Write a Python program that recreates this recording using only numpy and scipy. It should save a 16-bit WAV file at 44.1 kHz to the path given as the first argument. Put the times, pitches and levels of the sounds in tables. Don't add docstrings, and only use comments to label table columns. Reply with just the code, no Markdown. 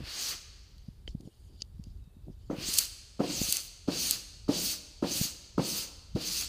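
import sys
import numpy as np
from scipy import signal
from scipy.fft import rfft, irfft, next_fast_len
from scipy.io import wavfile
from scipy.ndimage import uniform_filter1d, map_coordinates

SR = 44100
rng = np.random.default_rng(int(sys.argv[2]) if len(sys.argv) > 2 else 0)


def natural_amplitude(level_db):
    exponent = np.asarray(level_db, float) / 20
    return 10 ** exponent


def pcm_store(signal):
    levels = np.round(np.clip(np.atleast_2d(signal), -1, 1) * 32767)
    wavfile.write(sys.argv[1], SR, levels.astype(np.int16).T)


N = 285768
TIME = np.arange(N) / SR
STEPS = TIME[::32]

# touch_s, lift_s, full_scrape_db, speed_up_s, start_below_full_db
STROKES = [
    (0.001, 0.313, -37, 0.21, 33),
    (2.499, 2.57, -60.5, .01, 7),
    (2.563, 2.812, -33.5, 0.11, 33),
    (3.197, 3.562, -34, .16, 21),
    (3.58, 3.648, -49.5, .01, 1),
    (3.879, 4.133, -33, 0.13, 18),
    (4.485, 4.713, -34, 0.09, 19),
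    (5.024, 5.248, -33, .12, 23),
    (5.579, 5.811, -35.5, 0.093, 19.5),
    (6.153, 6.416, -33.5, 0.15, 23),
]
# fizz_over_scrape_db, drag_db, swell_db_per_s, fizz_speed_up_s, flex_over_scrape_db
LEAN = [(-12, -51, 14, 0.25, -24.5), (-13, -60, -1.5, 0.0092, -14), (-8, -54.5, 4.5, 0.19, -15.5),
        (-9.5, -56, 9, 0.25, -15), (-5, -76, -63, .01, -19.5), (-9.5, -54.5, 6, 0.14, -17.5),
        (-8, -56.5, 2, .14, -17), (-9, -56, 11, 0.15, -16), (-9.5, -57, 4, 0.11, -17),
        (-11.5, -55.5, 9.5, 0.15, -17.5)]
# pitch_hz, width_hz, level_db
SCRAPE_MODES = [(2590, 630, -14), (4510, 553, 0), (6330, 720, 1), (8100, 1150, -7.5)]
# pitch_hz, width_hz, level_db
EDGE = [(9070, 1800, 5.5), (12560, 630, -1), (14600, 1370, -3)]
# pitch_hz, width_hz, level_db
FLEX = [(2778, 1190, 0)]
# pitch_hz, level_db_per_hz
DRAG = [(88, -42), (150, -12), (274, -11), (481, -13.5), (845, -14.5), (924, -15), (1220, -8.5),
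        (1780, -10), (3200, -8), (4160, -21), (7040, -120)]


def scrape():
    _, _, full_db, rise_s, start_db = np.transpose(STROKES)[..., None]
    fizz_db, drag_db, _, fizz_s, flex_db = np.transpose(LEAN)[..., None]
    slips = patchy(grit(spread_db=-0.5), depth_db=2.5)
    slow_slips = grit(spread_db=2.0)

    main = stroke(full_db - 1.5, start_db, rise_s, lift_db=3.5) * unit(ring(slips, SCRAPE_MODES))
    early_db = full_db - 7 + 0.4 * (-13.5 - flex_db)
    early = stroke(early_db, 0.48 * start_db, 0.5 * rise_s, lift_db=3.5)
    early = early * unit(ring(slow_slips, [(2650, 640, -12), (4550, 790, 1)]))
    flex = stroke(full_db + flex_db, 0.34 * start_db, 0.23 * rise_s, lift_db=3.5)
    flex = flex * unit(ring(rng.standard_normal(N), FLEX, order=2))

    fizz = stroke(full_db + fizz_db, 24, fizz_s, lift_db=5.5)
    fizz = fizz * unit(ring(ring(slips, EDGE), [(13900, 3900, 0)]))
    drag = stroke(drag_db, 8.5, 0.064, lift_db=6, stays_s=0.023)
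    drag = drag * natural_amplitude(4.0 + 1.37 * wobble(55)) * hiss(DRAG)
    return natural_amplitude(0.07) * (main + early + flex) + natural_amplitude(4.5) * fizz + drag


def stroke(full_db, start_db, rise_s, lift_db, stays_s=0):
    touch, lift = np.transpose(STROKES)[:2, :, None]
    u = np.clip((STEPS - touch) / rise_s, 0, 1)
    speed = u * u * (3 - 2 * u)
    swell_db = np.transpose(LEAN)[2, :, None] * np.clip(STEPS - lift, touch - lift, 0)
    off_db = lift_db * (np.maximum(STEPS - lift - stays_s, 0) / 0.021) ** 1.23
    before_db = 4000 * np.maximum(touch - STEPS, 0)
    return smooth(full_db - start_db * (1 - speed) + swell_db - off_db - before_db)


def grit(spread_db):
    clumps_db = 0.17 * wobble(250) + 1.15 * wobble(40)
    return rng.standard_normal(N) * natural_amplitude(spread_db * rng.standard_normal(N) + clumps_db)


def patchy(x, depth_db):
    z = signal.stft(x, nperseg=256)[2]
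    field = uniform_filter1d(rng.standard_normal(z.shape), size=4, axis=0)
    field = uniform_filter1d(field, size=10, axis=1)
    return signal.istft(z * natural_amplitude(depth_db * unit(field)), nperseg=256)[1][:N]


# hit_s, peak_db, hardness_db
LANDINGS = [(2.498, -23, -12.5), (2.527, -26.5, -25), (3.192, -26, -12), (3.201, -17.5, -10.5),
            (3.2142, -25, -24), (3.875, -32.5, -12.5), (3.882, -17, -19), (4.478, -36.5, -3),
            (4.488, -16, -22), (5.0236, -17.5, -15), (5.0267, -24.5, -20), (5.042, -27.5, -20),
            (5.578, -15.5, -7.5), (6.158, -21, -22)]
# pitch_hz, width_hz, level_db
PANEL = [(190, 45.3, -1), (290.6, 38, 4), (433, 134, -2.5), (465, 38.5, -1.5), (586, 56, -15.5),
         (760, 8, -37)]
# pitch_hz, width_hz, level_db
STIFF = [(973, 79, 6.5), (1303, 116, 7.5), (1630, 290, -19), (2140, 200, -24)]


def landings():
    s, db, hard_db = np.transpose(LANDINGS)
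    soft_push = -np.hanning(int(0.0015 * SR) + 3)
    hard_push = np.hanning(int(0.00046 * SR) + 3)
    low = struck(s, db, soft_push, PANEL)
    high = struck(s + 0.00253, db + hard_db - 0.6, hard_push, STIFF)

    since_s = TIME - np.r_[0, s][np.searchsorted(s, TIME)]
    shake = rng.standard_normal(N) * natural_amplitude(2.26 * wobble(70))
    chatter = 0
    for hz, width, mode_db in PANEL:
        drive_db = mode_db + 4.0 - 120 * np.log2(hz / 290) * np.minimum(since_s, 0.15)
        chatter += natural_amplitude(drive_db) * unit(ring(shake, [(hz, 3.02 * width, 0)], order=2))
    return low + high + natural_amplitude(-7.0) * shudder() * chatter


def struck(times, dbs, pulse, modes):
    blows = np.zeros(N)
    np.add.at(blows, np.round(np.asarray(times) * SR).astype(int), natural_amplitude(dbs))
    answer = ring(np.pad(pulse, (0, N - len(pulse))), modes)[:SR // 2]
    return signal.fftconvolve(blows, answer / np.abs(answer).max())[:N]


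# start_s, level_db, fade_db_per_s
SHUDDERS = [(.005, -54, 71), (2.511, -32.5, 92), (3.207, -25, 110), (3.891, -29, 98), (4.08, -55, 122),
            (4.496, -27.5, 116), (5.036, -27.5, 122), (5.155, -44, 147), (5.593, -25.5, 119),
            (5.76, -53, 155), (6.168, -36.5, 86)]


def shudder():
    s, db, fade_db = np.transpose(SHUDDERS)[..., None]
    t = np.maximum(STEPS - s, 0)
    jolt_db = 11 * (1 - np.exp(-t / 0.025))
    return smooth(db - jolt_db - fade_db * t - 2401 * np.maximum(s - STEPS, 0))


# snap_s, peak_db, top_db
SNAPS = [(2.7359, -21.6, 1.0), (2.7389, -17.7, 0.6), (2.7403, -20.3, 4.9), (2.7534, -27.3, 4.4),
         (2.7753, -16.8, -6.3), (2.7807, -21.5, 7.7), (2.7849, -11.7, 3.6), (2.7871, -3.5, -1.4),
         (2.7904, -10.2, 0.9), (2.8295, -31, 2), (2.8378, -29, 6), (2.855, -33, 8), (3.5253, -9.0, 4.4),
         (3.5692, -12.5, -1.4), (4.1102, -10.5, 7), (6.4016, -25.2, 0.4), (6.4111, -19.9, -4.9),
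         (6.4237, -35.3, 6.7), (6.4408, -34.0, 1.6), (6.4459, -33.6, 7.1)]


def snaps():
    return natural_amplitude(0.2) * cracks(SNAPS, SCRAPE_MODES, tail=0.052, t60=0.018)


# pitch_hz, width_hz, level_db
BURST = [(10260, 6300, 6), (14600, 5700, 2)]


def cracks(rows, modes, tail, t60):
    t, body, top = TIME[1:300], np.zeros(N), np.zeros(N)
    for s, db, top_db in rows:
        crack = np.r_[1, tail * natural_amplitude(-60 * t / t60) * rng.standard_normal(len(t))]
        body[round(s * SR):][:len(crack)] += natural_amplitude(db) * crack
        top[round(s * SR):][:len(crack)] += natural_amplitude(db + top_db) * crack
    spike = TIME == 0
    body = ring(body, modes) / np.abs(ring(spike, modes)).max()
    top = ring(-top, BURST) / np.abs(ring(spike, BURST)).max()
    return body + top


# bump_s, peak_db, pitch_hz, flick_db
PUSHES = [(.0055, -33.5, 210, -25), (0.0144, -38, 190, -27), (.021, -36, 168, -25), (.028, -38, 150, -25),
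          (0.887, -30.5, 154, -20), (1.0803, -41.5, 294, 4), (1.152, -25, 160, -17),
          (1.2049, -38.5, 210, -10), (1.276, -34, 198, -8), (1.5423, -53, 156, -12), (1.621, -47, 190, 4.5),
          (1.748, -42, 97, -36), (1.798, -31.5, 147, -29), (1.8708, -37.5, 171, -15),
          (1.9063, -44, 114, -26), (1.964, -50, 217, -17), (2.1694, -42, 184, -28), (2.2834, -35, 142, 0),
          (2.302, -34.5, 186, -16)]
# bump_s, peak_db, pitch_hz, flick_db
PULLS = [(0.0405, -36, 85, -25), (0.7698, -44, 105, -21.4), (1.087, -40, 52, -40), (1.105, -35, 50, -38),
         (1.123, -48, 54.7, -40), (1.233, -46.3, 147, -8), (1.2576, -37.5, 129, -13),
         (1.4844, -55, 117, -5), (2.077, -41, 135, -30), (2.586, -29, 173, -21), (2.689, -31.5, 204, -17),
         (3.417, -20.5, 203, -5.5), (3.4882, -37.5, 180, -2), (5.215, -19, 156, -10),
         (5.253, -32.5, 185, -18.3), (6.1548, -18.5, 136, -35)]
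# time_s, level_db
SWAY = [(0, -58), (.6, -55.5), (1.0, -54), (1.33, -59.5), (1.45, -51), (2.4, -52), (2.75, -54.5),
        (3.3, -58), (4.2, -54.5), (5, -56), (6.48, -54)]
# start_s, end_s, level_db
LURCHES = [
    (0, .04, -46.5),
    (1.09, 1.16, -44),
    (1.88, 1.9, -45.5),
    (2.25, 2.27, -58),
    (2.5, 2.52, -48),
    (3.43, 3.46, -46.5),
    (3.87, 3.89, -49.5),
    (4.47, 4.5, -48.5),
    (5.21, 5.23, -56),
    (6.14, 6.16, -46.5),
]
# start_s, end_s, level_db
CREAK = [
    (1.21, 1.285, -58),
    (1.49, 1.55, -65.5),
    (1.85, 1.98, -82),
    (2.27, 2.31, -54.5),
]
# pitch_hz, level_db_per_hz
RUMBLE = [(8.8, -84), (15, -17.5), (32, 5), (49, 5.5), (80, 4), (179, -14), (300, -26), (390, -27),
          (660, -120)]


def handling():
    lumps_db = 1.8 * wobble(12)
    sway = natural_amplitude(np.interp(TIME, *np.transpose(SWAY)))
    unsteady = np.maximum(sway, held(LURCHES, rise_db=128, fall_db=137))
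    out = unsteady * natural_amplitude(lumps_db + 0.66) * hiss(RUMBLE)
    palm = [(295, 230, 0)]
    out += held(CREAK, rise_db=950, fall_db=906) * unit(ring(grit(spread_db=-2.5), palm, order=3))
    for sign, bumps in [(1, PUSHES), (-1, PULLS)]:
        for s, db, hz, flick_db in bumps:
            near = np.flatnonzero(np.abs(TIME - s) < 2 / hz)
            t = TIME[near] - s
            flick = natural_amplitude(flick_db - 5.5) * wave(t * 520, 0.66)
            out[near] += sign * natural_amplitude(db - 0.75) * (wave(t * hz, 0.5) + flick)
    return out


def wave(cycles, width):
    return np.exp(-(cycles / width) ** 2) * np.cos(2 * np.pi * cycles)


# tick_s, peak_db, top_db
TICKS = [
    (.781, -45.5, -1),
    (1.208, -46.5, 3),
    (1.6135, -57, -28),
    (1.6199, -21, -36),
    (1.6217, -36, -30),
    (1.648, -55, -15),
    (1.839, -41, -2),
    (1.973, -59, -14),
    (2.04, -57, -14),
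]
# tap_s, peak_db, top_db
NAIL = [
    (1.0768, -37.5, -32),
]
# pitch_hz, width_hz, level_db
CASE = [(1990, 1500, -18), (3020, 380, -2), (4660, 430, 2.5), (6930, 930, -8), (9400, 900, -18)]
# pitch_hz, width_hz, level_db
DULL = [(1070, 230, -8), (2080, 160, -3), (3100, 120, 7), (4750, 380, -4), (7500, 1800, -26)]


def ticks():
    case = ring(cracks(TICKS, CASE, tail=0.31, t60=0.015), [(4770, 4800, 0)])
    return natural_amplitude(-5.7) * case + cracks(NAIL, DULL, tail=0.29, t60=0.0073)


# start_s, end_s, level_db
RUBS = [
    (.58, .6, -69.5),
    (.85, .88, -71.5),
    (1.25, 1.6, -72.5),
    (1.86, 1.89, -72),
    (2.43, 2.47, -71),
]
# start_s, end_s, level_db
FLICKS = [
    (1.083, 1.092, -54.5),
    (1.105, 1.108, -59.5),
    (1.611, 1.614, -59),
]
# start_s, end_s, level_db
SLEEVE = [
    (1.33, 1.45, -81),
]
# start_s, end_s, level_db
SQUEAK = [
    (2.04, 2.07, -80.5),
]
# pitch_hz, width_hz, level_db
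SKIN = [(2610, 77, 2), (3780, 110, 2)]


def rubs():
    cloth = patchy(grit(spread_db=4.0), depth_db=3.5)
    touch = held(RUBS, rise_db=86, fall_db=95) + held(FLICKS, rise_db=1600, fall_db=802)
    finger = touch * natural_amplitude(2.4 * wobble(31.8)) * unit(ring(cloth, CASE))
    sleeve = held(SLEEVE, rise_db=50, fall_db=60) * unit(ring(cloth, [(9250, 3300, 0)], order=2))
    squeak = held(SQUEAK, rise_db=150, fall_db=40) * unit(ring(cloth, SKIN, order=2))
    return finger + sleeve + squeak


# pitch_hz, t60_s
GARAGE = [(200, 0.68), (1500, 1.48), (4500, 1.33), (8000, 0.95), (13000, 0.46)]


def garage(x):
    out, hop = np.zeros(N + 2 * SR), SR * 3 // 10
    for i in range(0, N, hop):
        hz, t, z = signal.stft(rng.standard_normal(SR), SR, nperseg=256)
        decay_db = -60 * t / along(GARAGE, hz)[:, None]
        dull_db = -0.64 * np.log2(1 + hz / 5000)[:, None]
        tail = signal.istft(z * natural_amplitude(decay_db + dull_db), SR, nperseg=256)[1]
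        delayed = np.pad(tail, (500, 0))
        wet = signal.fftconvolve(x[i:i + hop], delayed / np.linalg.norm(tail))
        out[i:i + len(wet)] += wet
    return out[:N]


# pitch_hz, level_db_per_hz
HISS = [(88, -11.5), (150, -33.5), (201, -10), (279, -17.5), (410, -11.5), (508, -17), (2010, -29.5),
        (3190, -31), (3650, -25), (5380, -34), (8900, -31), (15300, -33.5)]


def background():
    return natural_amplitude(-71) * hiss(HISS)


def hiss(spectrum):
    return unit(filtered(rng.standard_normal(N), lambda hz: natural_amplitude(along(spectrum, hz))))


def held(rows, rise_db, fall_db):
    start, end, db = np.transpose(rows)[..., None]
    return smooth(db - rise_db * np.maximum(start - STEPS, 0) - fall_db * np.maximum(STEPS - end, 0))


def smooth(db):
    return natural_amplitude(np.interp(TIME, STEPS, np.max(db, axis=0)))


def wobble(rate):
    return map_coordinates(rng.standard_normal(int(N * rate / SR) + 4), [TIME * rate])


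def ring(x, modes, order=1):
    def response(f):
        total = 0
        for k, (hz, width, db) in enumerate(modes):
            mode = 1j * f * width / (hz * hz - f * f + 1j * f * width)
            total = total + (-1) ** k * natural_amplitude(db) * mode
        return total ** order
    return filtered(x, response)


def filtered(x, response):
    m = next_fast_len(N + SR // 2)
    return irfft(rfft(x, m) * response(np.fft.rfftfreq(m, 1 / SR)), m)[:N]


def along(points, hz):
    f, v = np.transpose(points)
    return np.interp(np.log(hz + 1), np.log(f + 1), v)


def unit(x):
    return x / np.sqrt(np.mean(x ** 2) + 1e-20)


def scene():
    slide, panel, pops = scrape(), landings(), snaps()
    room = garage(natural_amplitude(-14) * slide + natural_amplitude(-18) * pops + natural_amplitude(-14) * panel)
    mono = slide + pops + panel + room + handling() + rubs() + ticks() + background()
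    return np.array([mono, mono])


# pitch_hz, level_db
PORT = [(20, 0), (15270, 0), (15410, -60), (16400, -90)]


def microphone(x):
    return filtered(x, lambda hz: natural_amplitude(along(PORT, hz)))


def band_limit(x):
    return signal.sosfilt(signal.butter(12, 16450, fs=SR, output="sos"), x)


def record(dry):
    heard = np.tile(microphone(dry[0]), (len(dry), 1))
    return band_limit(heard)


dry = scene()
out = record(dry)
pcm_store(out)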